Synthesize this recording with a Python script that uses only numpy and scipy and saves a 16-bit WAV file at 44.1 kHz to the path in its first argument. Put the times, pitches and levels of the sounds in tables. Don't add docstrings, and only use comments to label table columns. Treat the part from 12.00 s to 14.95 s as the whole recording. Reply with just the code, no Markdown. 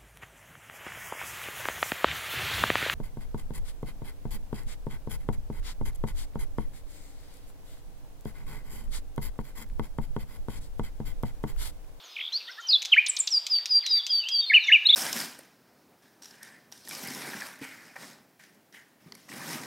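import sys
import numpy as np
from scipy import signal
from scipy.fft import rfft, irfft
from scipy.io import wavfile
from scipy.ndimage import uniform_filter1d

SR = 44100
rng = np.random.default_rng(int(sys.argv[2]) if len(sys.argv) > 2 else 0)


def store_pcm(level_fs):
    pcm = np.round(np.clip(level_fs, -1, 1) * 32767).astype(np.int16)
    wavfile.write(sys.argv[1], SR, np.atleast_2d(pcm).T)


N = 130095

# pitch in Hz, relative level in dB.
AIR_COLOUR = [(40, -49), (100, -36.5), (310, -18), (950, -9), (2100, -14), (3650, -1), (5000, -13),
              (7200, -26.5), (10100, -32), (15000, -64)]
# pitch in Hz, relative level in dB.
CLICK_COLOUR = [(300, -54), (1400, -27.5), (2400, -6), (3700, -2.5), (6200, -3.5), (9500, -26.5),
                (14000, -39.5)]
# pitch in Hz, gain in dB.
MIC_COLOUR = [(7500, 0.5), (10500, 4), (14000, 15.5), (15500, 3.5)]

# start in seconds, peak level in dB, first pitch in Hz.
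PEEPS = [(.318, -43, 6800), (.392, -48, 3100), (.462, -45, 4200), (.497, -50, 6400), (.596, -53, 7800),
         (1.538, -43, 4000), (1.575, -52, 2450), (1.797, -45, 4100), (1.818, -48, 2600), (1.946, -50, 2600),
         (2.627, -48, 6900), (2.659, -45, 7400), (2.675, -36, 3700)]
# start in seconds, length in seconds, level in dB, first pitch in Hz, held pitch in Hz.
FAR_WHISTLES = [(.034, 0.049, -56, 6907, 5460), (.085, 0.085, -59.5, 5110, 5020),
                (.62, 0.058, -48.5, 3128, 3067), (.68, 0.069, -53, 2950, 2470),
                (1.835, 0.1, -35, 4320, 3796), (1.969, 0.05, -34.5, 3597, 3340),
                (2.066, 0.06, -38, 3336, 3217), (2.195, 0.048, -40.5, 3095, 2660),
                (2.232, 0.15, -37, 2616, 3270), (2.4, 0.068, -36, 3760, 3577),
                (2.46, 0.048, -32.5, 4250, 4263), (2.6, 0.0943, -37.5, 4240, 3526),
                (2.887, 0.051, -44.5, 2184, 2190)]
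# start in seconds, level in dB before the fades, decay time in seconds.
CLICKS = [(0.82, -19, 0.0012), (0.8268, -20, .0013), (0.8503, -16.5, 0.00097), (0.856, -18, 0.0013),
          (1.4662, -20.5, 0.0033), (1.657, -20.5, 0.00306), (1.8632, -22.5, 0.004), (2.0655, -24.5, 0.0037),
          (2.286, -25.5, 0.0043)]
# start in seconds, level of the tone in dB.
ZIPS = [(1.061, -27), (1.163, -29), (1.27, -26)]
# start of the lower voice in seconds, peak level in dB, its first pitch in Hz.
LOW_CHIRPS = [(.484, -43.5, 1320), (.579, -43, 1200)]
# start in seconds, length in seconds, peak level in dB,
# first middle pitch in Hz, last middle pitch in Hz, swing to each side in Hz, pulses per second.
BUZZES = [(0.154, 0.066, -32, 2850, 2750, 850, 47), (0.193, 0.1, -32.5, 3280, 3560, 200, 78)]
# start in seconds, length in seconds, level in dB, first pitch in Hz, held pitch in Hz.
WHISTLES = [(1.301, 0.092, -22.5, 5920, 4700), (1.495, 0.0975, -21.5, 5150, 4600),
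            (1.69, 0.11, -20.5, 5058, 4726), (1.887, 0.11, -21, 5117, 4662),
            (2.09, 0.11, -21.5, 5040, 4605), (2.308, 0.11, -23, 5010, 4590)]

# time in seconds, pitch in Hz, level in dB.
RISING_SLUR = [(.319, 2500, -38.5), (.328, 4020, -36.5), (.35, 4274, -27.5), (.364, 4550, -26.5),
               (.381, 4890, -31)]
WARBLE = [(.665, 6100, -49), (.684, 5650, -37), (.692, 5004, -22.5), (.713, 4445, -23.5), (.735, 3915, -18),
          (.755, 3684, -19.5), (.769, 3735, -20.5)]
FALLING_SLUR = [(0.916, 3345, -40), (.926, 3138, -14.5), (0.932, 2978, -10.5), (0.939, 2446, -16),
                (.949, 1828, -32)]
LIFTING_SLUR = [(0.96, 1406, -31), (0.969, 1775, -25.5), (.979, 2224, -16), (0.99, 2437, -11),
                (0.999, 2520, -23), (1.011, 2460, -35.5)]
SLURS = [RISING_SLUR, FALLING_SLUR, LIFTING_SLUR]
# seconds from the start, pitch in Hz, level in dB.
SWOOP_SHAPE = [(0, 2246, -25.5), (.011, 2205, -21), (.025, 1643, -29), (.033, 1796, -27.5),
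               (.045, 2798, -13), (.053, 3006, -13.5), (.063, 2830, -13), (.076, 2431, -17),
               (.092, 2298, -20)]
SQUEAK_SHAPE = [(0, 10020, -25), (.008, 8790, -35), (.018, 7750, -17), (.028, 7110, -42)]
CHIP_SHAPE = [(0, 3342, -25), (.014, 3536, -15), (.023, 3930, -16.5), (.032, 3879, -35)]
# start in seconds, pitch ratio, gain in dB.
SWOOPS = [(2.497, 1, 1), (2.68, 0.99, 1.5)]
SQUEAKS = [(1.082, 0.98, -0.74), (1.187, 0.95, 0.53)]
CHIPS = [(2.851, 1.097, -1), (2.885, 1, 2.5), (2.923, .985, 1.5)]

HISS_DB, AIR_DB, AIR_PATCH_DB, CUTOFF_HZ = -71, -51, 1.5, 15800
SCATTER_DB, ECHO_DB = -8.5, -12.5
FAR_SCATTER_DB, FAR_ECHO_DB = -4, -2.5
SCATTER_T60_S, ECHO_T60_S = 0.072, 0.585
SECOND_DB, THIRD_DB, JITTER, SHIMMER_DB, EDGE_S = -43.5, -52, 0.0005, 0.77, 0.005
PEEP_S, PEEP_FALL, PEEP_ROUGH_HZ = 0.036, 0.68, 190
CLICK_RISE_S, ZIP_NOISE_DB = 0.001, -1.5
ZIP_S, ZIP_TOP_HZ, ZIP_END_HZ = 0.013, 8980, 2633
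LOW_RISE, UPPER_RATIO, UPPER_LEAD_S = 1.3, 1.3, 0.01
BUZZ_ROUGH_HZ, BUZZ_PULSE_DB = 120, 14
SINK_S, SINK_POWER = 0.034, 1.8
SWELL_SHARE, SWELL_DB, FAR_SWELL_DB = 0.47, -19.5, -4.5
RELEASE_S, DROOP_HZ = 0.014, 293
WARBLE_FROM_S, WARBLE_UNTIL_S, WARBLE_HZ, WARBLE_DEPTH_HZ = 0.686, 0.7545, 47.5, 263


def amp(db):
    return 10 ** (np.asarray(db) / 20)


def unit(x):
    return x / np.sqrt(np.mean(x ** 2) + 1e-20)


def add(mix, start, sound):
    part = mix[max(round(start * SR), 0):][:len(sound)]
    part += sound[:len(part)]


def smooth_twice(x, size, axis=-1):
    return uniform_filter1d(uniform_filter1d(x, size, axis=axis), size, axis=axis)


def waver(n, size=120):
    return unit(smooth_twice(rng.standard_normal(n + 4096), size))[:n]


def colour(x, points):
    f, db = np.transpose(points)
    bins_hz = np.fft.rfftfreq(2 * N, 1 / SR)
    gain = amp(np.interp(np.log(bins_hz + 1), np.log(f + 1), db))
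    return irfft(rfft(x, 2 * N) * gain)[..., :N]


def hiss():
    return amp(HISS_DB) * unit(np.diff(rng.standard_normal((2, N + 1))))


def air(side_db=-25):
    spectrum = signal.stft(colour(rng.standard_normal(N), AIR_COLOUR), nperseg=512)[2]
    patches = rng.standard_normal(spectrum.shape)
    patches = uniform_filter1d(patches, size=6, axis=0)
    patches = unit(uniform_filter1d(patches, size=14, axis=1))
    wash = unit(signal.istft(spectrum * amp(AIR_PATCH_DB * patches), nperseg=512)[1][:N])
    side = unit(colour(rng.standard_normal(N), AIR_COLOUR))
    side = amp(side_db) * uniform_filter1d(side, size=8)
    return amp(AIR_DB) * np.array([wash + side, wash - side])


def outdoors(x, scatter_db, echo_db):
    t = np.arange(SR) / SR
    scatter, tail = rng.standard_normal((2, SR))
    scatter = scatter * np.exp(-np.log(1000) * t / SCATTER_T60_S) * (t > .002)
    tail = tail * np.exp(-np.log(1000) * t / ECHO_T60_S)
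    response = amp(scatter_db) * scatter / np.linalg.norm(scatter)
    response = response + amp(echo_db) * tail / np.linalg.norm(tail)
    return x + signal.fftconvolve(x, response)[:N]


def voice(hz, db):
    n = len(hz)
    phase = 2 * np.pi * np.cumsum(hz * (1 + JITTER * waver(n))) / SR
    tone = np.sin(phase)
    for k, overtone_db in enumerate([SECOND_DB, THIRD_DB], 2):
        can_be_held = k * hz < SR / 2
        tone = tone + amp(overtone_db) * np.sin(k * phase) * can_be_held
    samples_to_end = np.minimum(np.arange(n), np.arange(n)[::-1])
    edge = np.minimum(samples_to_end / (EDGE_S * SR), 1)
    fade = np.sin(edge * np.pi / 2) ** 2
    return np.sqrt(2) * tone * amp(db + SHIMMER_DB * waver(n)) * fade


def peeps():
    out, n = np.zeros(N), round(PEEP_S * SR)
    for start, db, first_hz in PEEPS:
        hz = first_hz * np.geomspace(1, PEEP_FALL, n) + PEEP_ROUGH_HZ * waver(n, size=40)
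        add(out, start, voice(hz, db) * np.hanning(n))
    return out


def puffs(rows):
    level = np.zeros(N)
    t = np.arange(SR // 20) / SR
    for start, db, decay_s in rows:
        rise = np.minimum(t / CLICK_RISE_S, 1)
        add(level, start, amp(db) * rise * np.exp(-t / decay_s))
    return level * unit(colour(rng.standard_normal(N), CLICK_COLOUR))


def zips():
    out = puffs([(start + ZIP_S / 4, db + ZIP_NOISE_DB, ZIP_S / 2) for start, db in ZIPS])
    hz = np.geomspace(ZIP_TOP_HZ, ZIP_END_HZ, round(ZIP_S * SR))
    for start, db in ZIPS:
        add(out, start, voice(hz, db))
    return out


def low_chirps():
    out, n = np.zeros(N), round(PEEP_S * SR)
    for start, db, first_hz in LOW_CHIRPS:
        hz = first_hz * np.geomspace(1, LOW_RISE, n)
        add(out, start, voice(hz, db) * np.hanning(n))
        add(out, start - UPPER_LEAD_S, voice(hz * UPPER_RATIO, db) * np.hanning(n))
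    return out


def trills():
    out = np.zeros(N)
    for start, length, db, first_hz, last_hz, depth_hz, rate in BUZZES:
        n = round(length * SR)
        cycle = rate * np.arange(n) / SR % 1
        hz = np.linspace(first_hz, last_hz, n) + depth_hz * (1 - 2 * cycle)
        hz = hz + BUZZ_ROUGH_HZ * waver(n, size=40)
        dip_db = BUZZ_PULSE_DB * np.cos(np.pi * cycle ** 2) ** 2
        add(out, start, voice(hz, db - dip_db))
    return out


def whistles(rows, swell_db):
    out = np.zeros(N)
    for start, length, db, first_hz, held_hz in rows:
        t = np.arange(0, length, 1 / SR)
        held = np.minimum((length - t) / RELEASE_S, 1)
        settling = np.exp(-(t / SINK_S) ** SINK_POWER)
        hz = held_hz + (first_hz - held_hz) * settling - DROOP_HZ * (1 - held) ** 2
        swell = swell_db * np.maximum(1 - t / (length * SWELL_SHARE), 0) ** 2
        add(out, start, voice(hz, db + swell) * held)
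    return out


def contour(points):
    s, hz, db = np.transpose(points)
    t = np.arange(s[0], s[-1], 1 / SR)
    return t, *[uniform_filter1d(np.interp(t, s, v), size=200) for v in (hz, db)]


def chirps():
    out = np.zeros(N)
    for points in SLURS:
        t, hz, db = contour(points)
        add(out, t[0], voice(hz, db))
    t, hz, db = contour(WARBLE)
    warble_time = np.clip(t, WARBLE_FROM_S, WARBLE_UNTIL_S) - WARBLE_FROM_S
    vibrato = np.sin(2 * np.pi * WARBLE_HZ * warble_time)
    add(out, t[0], voice(hz - WARBLE_DEPTH_HZ * vibrato, db))
    for shape, calls in (SWOOP_SHAPE, SWOOPS), (SQUEAK_SHAPE, SQUEAKS), (CHIP_SHAPE, CHIPS):
        t, hz, db = contour(shape)
        for start, ratio, gain_db in calls:
            add(out, start, voice(hz * ratio, db + gain_db))
    return out


def scene():
    far = peeps() + whistles(FAR_WHISTLES, FAR_SWELL_DB)
    near = puffs(CLICKS) + zips() + low_chirps() + trills() + whistles(WHISTLES, SWELL_DB) + chirps()
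    birds = outdoors(far, FAR_SCATTER_DB, FAR_ECHO_DB) + outdoors(near, SCATTER_DB, ECHO_DB)
    return hiss() + air() + birds


def record(dry):
    low_pass = signal.firwin(511, CUTOFF_HZ, window=("kaiser", 9), fs=SR)
    return signal.oaconvolve(colour(dry, MIC_COLOUR), low_pass[None], "same")


dry = scene()
out = record(dry)
store_pcm(out)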